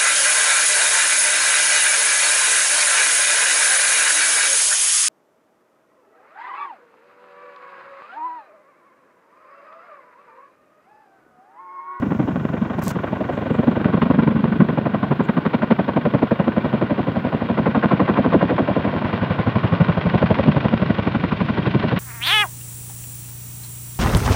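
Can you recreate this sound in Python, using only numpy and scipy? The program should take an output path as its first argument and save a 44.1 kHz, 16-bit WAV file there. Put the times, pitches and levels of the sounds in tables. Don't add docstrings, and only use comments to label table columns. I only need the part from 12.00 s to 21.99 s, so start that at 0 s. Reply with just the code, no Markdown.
import sys
import numpy as np
from scipy import signal
from scipy.fft import rfft, irfft, next_fast_len
from scipy.io import wavfile
from scipy.ndimage import uniform_filter1d, minimum_filter1d, map_coordinates

SR = 44100
rng = np.random.default_rng(int(sys.argv[2]) if len(sys.argv) > 2 else 0)


def attenuation_scalar(level_db):
    decades = np.asarray(level_db, float) / 20
    return 10 ** decades


def output_pcm(signal):
    pcm = np.clip(np.atleast_2d(signal).T, -1, 1) * 32767
    wavfile.write(sys.argv[1], SR, np.round(pcm).astype(np.int16))


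N = 440559
BLADE_HZ = 11.8
SLAP_LEAD_S, SLAP_SAMPLES = .04, 4400


def unit(x):
    return x / np.sqrt(np.mean(x ** 2, axis=-1, keepdims=True) + 1e-20)


def along(points, hz):
    f, v = np.transpose(points)
    return np.interp(np.log(hz + 1), np.log(f + 1), v)


def curves(rows):
    s, *cols = np.transpose(rows)
    return [np.interp(np.arange(N) / SR, s, c) for c in cols]


def wobble(rate):
    knots = rng.standard_normal(int(N * rate / SR) + 4)
    return map_coordinates(knots, [np.arange(N) * rate / SR])


def filtered(x, response):
    m = next_fast_len(x.shape[-1] + 2048)
    spectrum = rfft(x, m) * response(np.fft.rfftfreq(m, 1 / SR))
    return irfft(spectrum, m)[..., :x.shape[-1]]


def band(hz, lo_hz, hi_hz):
    return 1 / np.sqrt((1 + (lo_hz / (hz + 1)) ** 8) * (1 + (hz / hi_hz) ** 8))


def aircraft(path, snap_db, snap_rise_db, snap_share, narrow=1):
    # time in s, boom gain in dB, treble gain in dB.
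    eddies = [(.116, 2, 0.5), (.202, 4, .1), (.622, 4.5, -3), (.709, -4, -0.5), (1.049, -15, 4),
              (1.302, -17, 1.8), (1.681, 3.5, 1.1), (1.767, -7.5, -0.2), (2.027, -2.5, 1.5),
              (2.359, -1, -5), (2.532, 0, -3.5), (2.612, 9.5, 5.5), (3.034, -1.5, -1), (3.718, 7, 1.5),
              (3.885, -6, -0.5), (4.824, 1, 1.5), (5.422, -4.5, -4), (5.505, 1, -2.5), (6.094, -3.5, 0),
              (6.349, 5, 2), (6.51, -3.5, -0.5), (7.81, 4, 0), (7.981, -5.5, -2.5), (8.063, -1.5, -3.5),
              (8.23, 1, 0.5), (8.397, -5, 1.1), (8.482, 9, 1.5), (8.993, -6, 1), (9.498, -3.5, -0.5),
              (9.753, 4, -1.2)]
    # time in s, gain in dB.
    cracks = [(1.853, 4.5), (2.027, 8), (2.231, 4.5), (3.29, 4), (3.461, 3.5), (3.545, 6), (3.718, 5),
              (5.843, 3), (6.262, -1), (7.142, 3.5), (7.981, -3), (8.482, 2.5), (9.667, 2)]
    jitter_s = .0021
    s, delay_ms, *controls = np.transpose(path)
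    turns = np.arange(int(s[0] * BLADE_HZ) - 1, N / SR * BLADE_HZ) / BLADE_HZ
    at = turns + np.interp(turns, s, delay_ms) / 1000
    strength_db, boom_db, comb_db, lag_ms = (np.interp(at, s, c) for c in controls)
    boom_gain_db, treble_gain_db = struck(at, eddies)
    upper_db = strength_db + treble_gain_db
    low_db = strength_db + boom_db + boom_gain_db
    top_db = snap_db + snap_rise_db * at + snap_share * upper_db + struck(at, cracks)[0]
    heard = at + jitter_s * rng.standard_normal(len(at))
    rows = np.column_stack([heard, low_db, upper_db + comb_db, upper_db - comb_db, top_db, lag_ms])
    lasting = np.interp(strength_db, [-36.5, -32], [0.95, 1.074])
    return slaps(rows, narrow * lasting)


def struck(at, events):
    s, *gains_db = np.transpose(events)
    hit = np.abs(at[:, None] - s) < .018
    return [hit @ g for g in gains_db]


def slaps(rows, narrow):
    # time in s, spread in ms, boom top in Hz.
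    cluster_growth = [(0, 6.6, 376), (4, 6.56, 353), (5, 8.7, 359), (6.601, 9.2, 340), (7.3, 8.7, 194),
                      (8.4, 7.1, 201), (9.3, 5.3, 315), (10, 8.4, 334)]
    # time in s, pitch factor.
    knock_climb = [(0, 1.28), (1.9, 0.93), (2.6, 0.71), (2.95, 1.65), (3.4, 1.03), (4.8, 0.97), (5.2, 1.14),
                   (5.6, 1.02), (8.4, 1.03), (10, 0.92)]
    start, lag_ms = rows[:, :1], rows[:, 5]
    s, spreads, tops = np.transpose(cluster_growth)
    spread_ms = narrow * np.interp(rows[:, 0], s, spreads)
    top_hz = np.interp(start, s, tops)
    climb = np.interp(start, *np.transpose(knock_climb))

    chance = rng.random((len(rows), 3, SLAP_SAMPLES))
    arrivals = (chance[:, 0] < 600 / SR) * attenuation_scalar(-2.9 * np.log(chance[:, 1] + 1e-4))
    arrivals = arrivals * np.where(chance[:, 2] < .4, -1, 1)
    blur = chance[:, 2] - .5

    boom = cluster(rows, 70 + 0.17 * top_hz, top_hz, arrivals + 0.24 * persistent(rows),
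                   spread_ms, lag_ms, rows[:, 1])
    knock = cluster(rows, 355 * climb, 700 * climb, arrivals + 0.66 * blur,
                    1.04 * spread_ms, 0.21 * lag_ms, rows[:, 2], rise=1.15)
    crack = cluster(rows, 1123, 2000, arrivals + 1.2 * blur,
                    1.33 * spread_ms, -.65 * lag_ms - 3.5, rows[:, 3], rise=2.3)
    snap = cluster(rows, 2430, 4000 + 230 * start, arrivals + 0.59 * blur,
                   1.37 * spread_ms, -.3 * lag_ms - 2.5, rows[:, 4], rise=1.7)
    return boom + knock + crack + snap


def persistent(rows):
    turn = round(SR / BLADE_HZ)
    eddies = signal.lfilter([1], [1, -.7], rng.standard_normal((len(rows), turn)), axis=0)
    clock = (np.round(rows[:, :1] * SR).astype(int) + np.arange(SLAP_SAMPLES)) % turn
    return np.take_along_axis(eddies, clock, axis=1)


def cluster(rows, lo_hz, hi_hz, arrivals, spread_ms, lag_ms, db, rise=0.78):
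    # frequency in Hz, level in dB per Hz.
    slap_spectrum = [(35, -61.5), (60, -54.5), (88, -4), (223, 6.5), (367, -5.5), (536, -7.5), (1060, -17),
                     (1260, -23.5), (1510, -27.5), (3420, -46.5), (7000, -75.5), (9100, -106),
                     (15400, -120)]
    ms = (np.arange(arrivals.shape[1]) / SR - SLAP_LEAD_S) * 1000
    u = (ms - lag_ms[:, None]) / spread_ms[:, None] + 0.24
    shape = np.exp(-np.abs(np.where(u < 0, rise * u, .5 * u)) ** 2.01)
    burst = filtered(arrivals * shape,
                     lambda hz: attenuation_scalar(along(slap_spectrum, hz)) * band(hz, lo_hz, hi_hz) * ground(hz))
    burst = unit(burst * signal.windows.tukey(len(ms), .3))
    burst = burst * np.sqrt(.025 * SR / len(ms)) * attenuation_scalar(db)[:, None]
    first = np.round((rows[:, :1] - SLAP_LEAD_S) * SR).astype(int)
    at = first + np.arange(len(ms)) + SR
    return np.bincount(at.ravel(), burst.ravel(), N + 2 * SR)[SR:][:N]


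def ground(hz):
    echo = 1 + 0.21 * np.exp(-1j * (2 * np.pi * hz / 442 - 2.29))
    return echo * band(hz, 1, 6100) ** 2


def thump(rows):
    # frequency in Hz, level in dB.
    pulse_spectrum = [(18, -59.5), (35, -9), (50, -1.5), (80, 9), (110, 14.5), (170, 1), (260, -47),
                      (500, -110)]
    delay_ms, db = curves(rows)
    blades = BLADE_HZ * (np.arange(N) / SR - delay_ms / 1000)
    pulses = np.diff(np.floor(blades), prepend=0) > 0
    return attenuation_scalar(db) * unit(filtered(1. * pulses, lambda hz: attenuation_scalar(along(pulse_spectrum, hz))))


def wash():
    # frequency in Hz, level in dB per Hz.
    wash_spectrum = [(24, -47), (40, -53.5), (134, 1.5), (240, -5), (387, -6), (547, -13.5), (756, -15.5),
                     (1020, -17.5), (1510, -21.5), (3430, -31.5), (7000, -59.5), (9100, -103),
                     (15400, -120)]
    # time in s, nearness from 0 to 1.
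    approach = [(0, 0.06), (1.69, 0.7), (4.48, 0.73), (9.99, 1)]
    # far level in dB, gain when near in dB, lateness as an exponent.
    wash_layers = [
        (-27, 2, 1.6),
        (-39.5, 6, 1.2),
        (-53.5, 16, 1.7),
        (-67.5, 12.5, 5),
    ]
    edges_hz = [(95, 1000), (800, 2260), (2200, 6200), (4300, 2300)]
    near = np.abs(curves(approach)[0])

    def response(hz, lo, hi):
        intake = 1 + 0.9 * np.exp(-((hz - 1500) / 89) ** 2)
        return attenuation_scalar(along(wash_spectrum, hz)) * intake * band(hz, lo, hi) * ground(hz)

    out = np.zeros(N)
    for (lo, hi), (far_db, gain_db, late) in zip(edges_hz, wash_layers):
        db = far_db + gain_db * near ** late - 3.5
        unsteady_db = 0.32 * wobble(10.0) + 0.26 * wobble(40)
        noise = filtered(rng.standard_normal(N), lambda hz: response(hz, lo, hi))
        out += attenuation_scalar(db + unsteady_db) * unit(noise)
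    return out


def grass():
    # time in s, length in s, level in dB, centre in Hz, width in Hz.
    rustles = [
        (.836, .012, -42, 9000, 9000),
        (0.87, .02, -39.5, 7500, 6500),
        (0.901, 0.012, -36.5, 6450, 8000),
        (0.93, .016, -55, 7000, 3500),
        (1.35, .028, -61, 7300, 1800),
        (1.51, .0073, -56, 7400, 900),
        (1.554, .016, -55, 7540, 1000),
        (3.249, .01, -52.5, 7100, 900),
    ]
    # time in s, level in dB, frequency in Hz.
    stalks = [
        (0.782, -42, 11000),
        (.7930, -28, 5600),
        (.7956, -39, 11600),
        (0.82, -33.5, 12450),
        (.8238, -28, 5650),
        (0.838, -16.5, 12620),
        (0.846, -32, 8950),
        (0.8811, -9, 7610),
        (0.882, -18, 12850),
        (9.9878, -42.5, 11400),
    ]
    t, out = np.arange(N) / SR, np.zeros(N)
    crackle = attenuation_scalar(3.3 * wobble(900))

    def response(f, hz, width_hz):
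        port = 1 - 0.75 * np.exp(-((f - 9700) / 1400) ** 2)
        return (width_hz / 63000.0 + np.exp(-((f - hz) / width_hz) ** 2)) * port * (f < 15700)

    for s, length, db, hz, width_hz in rustles:
        near = slice(round((s - .1) * SR), round((s + .1) * SR))
        grains = rng.standard_normal(len(t[near])) * crackle[near]
        grains = filtered(grains, lambda f: response(f, hz, width_hz))
        out[near] += attenuation_scalar(db) * grains * np.exp(-((t[near] - s) / length) ** 4 / 4)
    u = np.arange(60) / SR
    for s, db, hz in stalks:
        out[round(s * SR):][:len(u)] += attenuation_scalar(db) * np.exp(-u / .00014) * np.sin(2 * np.pi * hz * u)
    return out


def dusk():
    # frequency in Hz, level in dB per Hz.
    hiss_spectrum = [(5000, -40), (6000, -4), (7950, -3), (8050, -11), (10000, -10), (12000, -2),
                     (15700, 0), (15800, -60)]
    # time in s, insects in dB, hiss in dB.
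    levels = [(0, -65.5, -71), (1.2, -68.5, -72.5), (2.5, -83.5, -74), (8, -85.5, -75.5), (9.2, -80.5, -78),
              (10, -80, -76)]
    insects_db, hiss_db = curves(levels)
    insects = unit(filtered(rng.standard_normal(N), lambda hz: band(hz, 4200, 7900) ** 4))
    hiss = unit(filtered(rng.standard_normal(N), lambda hz: attenuation_scalar(along(hiss_spectrum, hz))))
    breeze = unit(filtered(rng.standard_normal(N), lambda hz: band(hz, 32, 70)))
    out = attenuation_scalar(-64.5) * breeze
    out += attenuation_scalar(insects_db + 0.84 * wobble(6)) * insects
    return out + attenuation_scalar(hiss_db + .8 * wobble(7.3)) * hiss


def scene():
    # time in s, delay behind the blade clock
    # in ms, strength in dB, boom over it in dB, ground favouring knock over crack in dB, boom lag in ms.
    first = [(.15, 31.3, -33.5, 15.5, -1.5, 1.5), (.5, 29, -33.5, 13, 4.5, 1.8),
             (.9, 30.2, -33.5, 13.5, 1, -1), (1.2, 29, -30.5, 6.5, 8.5, 2), (1.45, 25, -30.5, 1, 4.7, 2),
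             (2.2, 29, -29, 12.5, 3.2, 1), (2.9, 20.7, -42.5, 18.5, 3.5, -0.5),
             (3.3, 25.6, -50, 6.5, 3.5, -2.5), (4.8, 18.5, -42.5, 8, 2.5, 0), (5.9, 25, -42, 17.5, 5, -4),
             (6.5, 20.8, -38, 11, 3, 7.5), (6.95, 23.3, -28.5, 4.5, 1.5, -4),
             (7.4, 21, -26.5, 10, 2.5, 4.5), (7.85, 15.6, -25.5, 12, 2, 1.5), (8.3, 9, -23, 9.5, 6.5, 3),
             (8.9, 10.1, -27.5, 12.5, 3.5, -0.3), (9.25, 6.86, -28, 11, -0.3, 3),
             (9.9, 7.7, -26, 9, 4.5, 8)]
    second = [(.1, 65.76, -43.5, 23, -1.5, 0.5), (.9, 66.1, -36, 6.6, -3.5, 4.5),
              (1.35, 64.64, -34.5, 3.7, 2, 4), (1.55, 70.3, -29, 15.5, 8, 1),
              (1.9, 75.45, -24.5, 11, 3, 8.5), (2.15, 74, -24, 12.4, 2, -3.5),
              (2.85, 67.73, -27, 9.2, 3, 2.5), (3.2, 70.43, -28, 14.6, -0.5, 1.5),
              (3.65, 71.03, -23.5, 6.1, 2.3, 2.5), (4.15, 80.14, -23, 8.4, 5.5, 2.5),
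              (5.2, 79.77, -28.5, 9.5, 4.5, 6.5), (5.85, 79.24, -19.5, 5.5, 1, 6.5),
              (6.45, 74.05, -21.5, 5.7, 5, 11.5), (6.8, 75.35, -25, 5.4, 6, 7),
              (7.1, 63.95, -33, 3, 0, -1.5), (7.7, 67.96, -39, 3, -4.5, -3.5),
              (8.4, 75.15, -36, 6.8, 8.5, 0.5), (9.4, 80.63, -41, 6.4, -2, 1.5)]
    rear = [(3.2, 31.93, -49.5, 6, -1, 1.5), (4.2, 38.04, -42, 8.5, -5, 1.1),
            (5.3, 39.76, -45.5, 13, -5, 1.4), (6.05, 42, -37, 4.5, 0.5, 1.7),
            (6.7, 43.35, -44, 4.5, -2, 1.6), (7.5, 46.7, -40.5, -5.5, -5, 1.5),
            (8.35, 48.34, -33, 6, -2.5, 0.9), (9.0, 50.75, -45, 9, -6, 1.5), (9.5, 54.8, -48.5, 11, 3, 1.4),
            (10, 58, -34.5, 13.5, -2, 1.6)]
    front = [
        (5.95, 66, -43, -7, .6, .6),
        (6.16, 61, -30.5, -3, .6, .6),
        (6.4, 59.36, -29, -2, 1.1, .6),
        (6.6, 59, -25, -7, .6, 0.75),
        (6.75, 59.5, -62, -6, .6, .6),
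    ]
    # time in s, delay in ms, level in dB.
    lead = [(0, 88, -34), (1.2, 67, -37), (2, 87, -27.5), (3, 84, -38), (4, 88, -36), (5, 95, -32.5),
            (6.5, 100, -31.5), (7.5, 110, -28), (8.2, 104, -24.5), (9, 102, -28), (10, 95, -31.5)]
    wing = [(.6, 39.4, -38), (2, 35.15, -36), (3.5, 36.8, -50), (10, 46.4, -33)]
    rotors = aircraft(first, snap_db=-30.5, snap_rise_db=.8, snap_share=0.49)
    rotors += aircraft(second, snap_db=-31, snap_rise_db=0.54, snap_share=0.46)
    rotors += aircraft(rear, snap_db=-26.5, snap_rise_db=1.52, snap_share=0.57, narrow=0.9)
    rotors += aircraft(front, snap_db=-26, snap_rise_db=.1, snap_share=.75, narrow=.35)
    return (rotors + thump(lead) + thump(wing) + wash() + grass() + dusk())[None]


def low_pass(x):
    return signal.sosfilt(signal.butter(12, 16670, fs=SR, output="sos"), x)


def record(dry):
    needed = minimum_filter1d(np.minimum(1, .95 / (np.abs(dry) + 1e-9)), size=801)
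    mix = dry * uniform_filter1d(needed, size=400)
    return low_pass(mix)


dry = scene()
out = record(dry)
output_pcm(out)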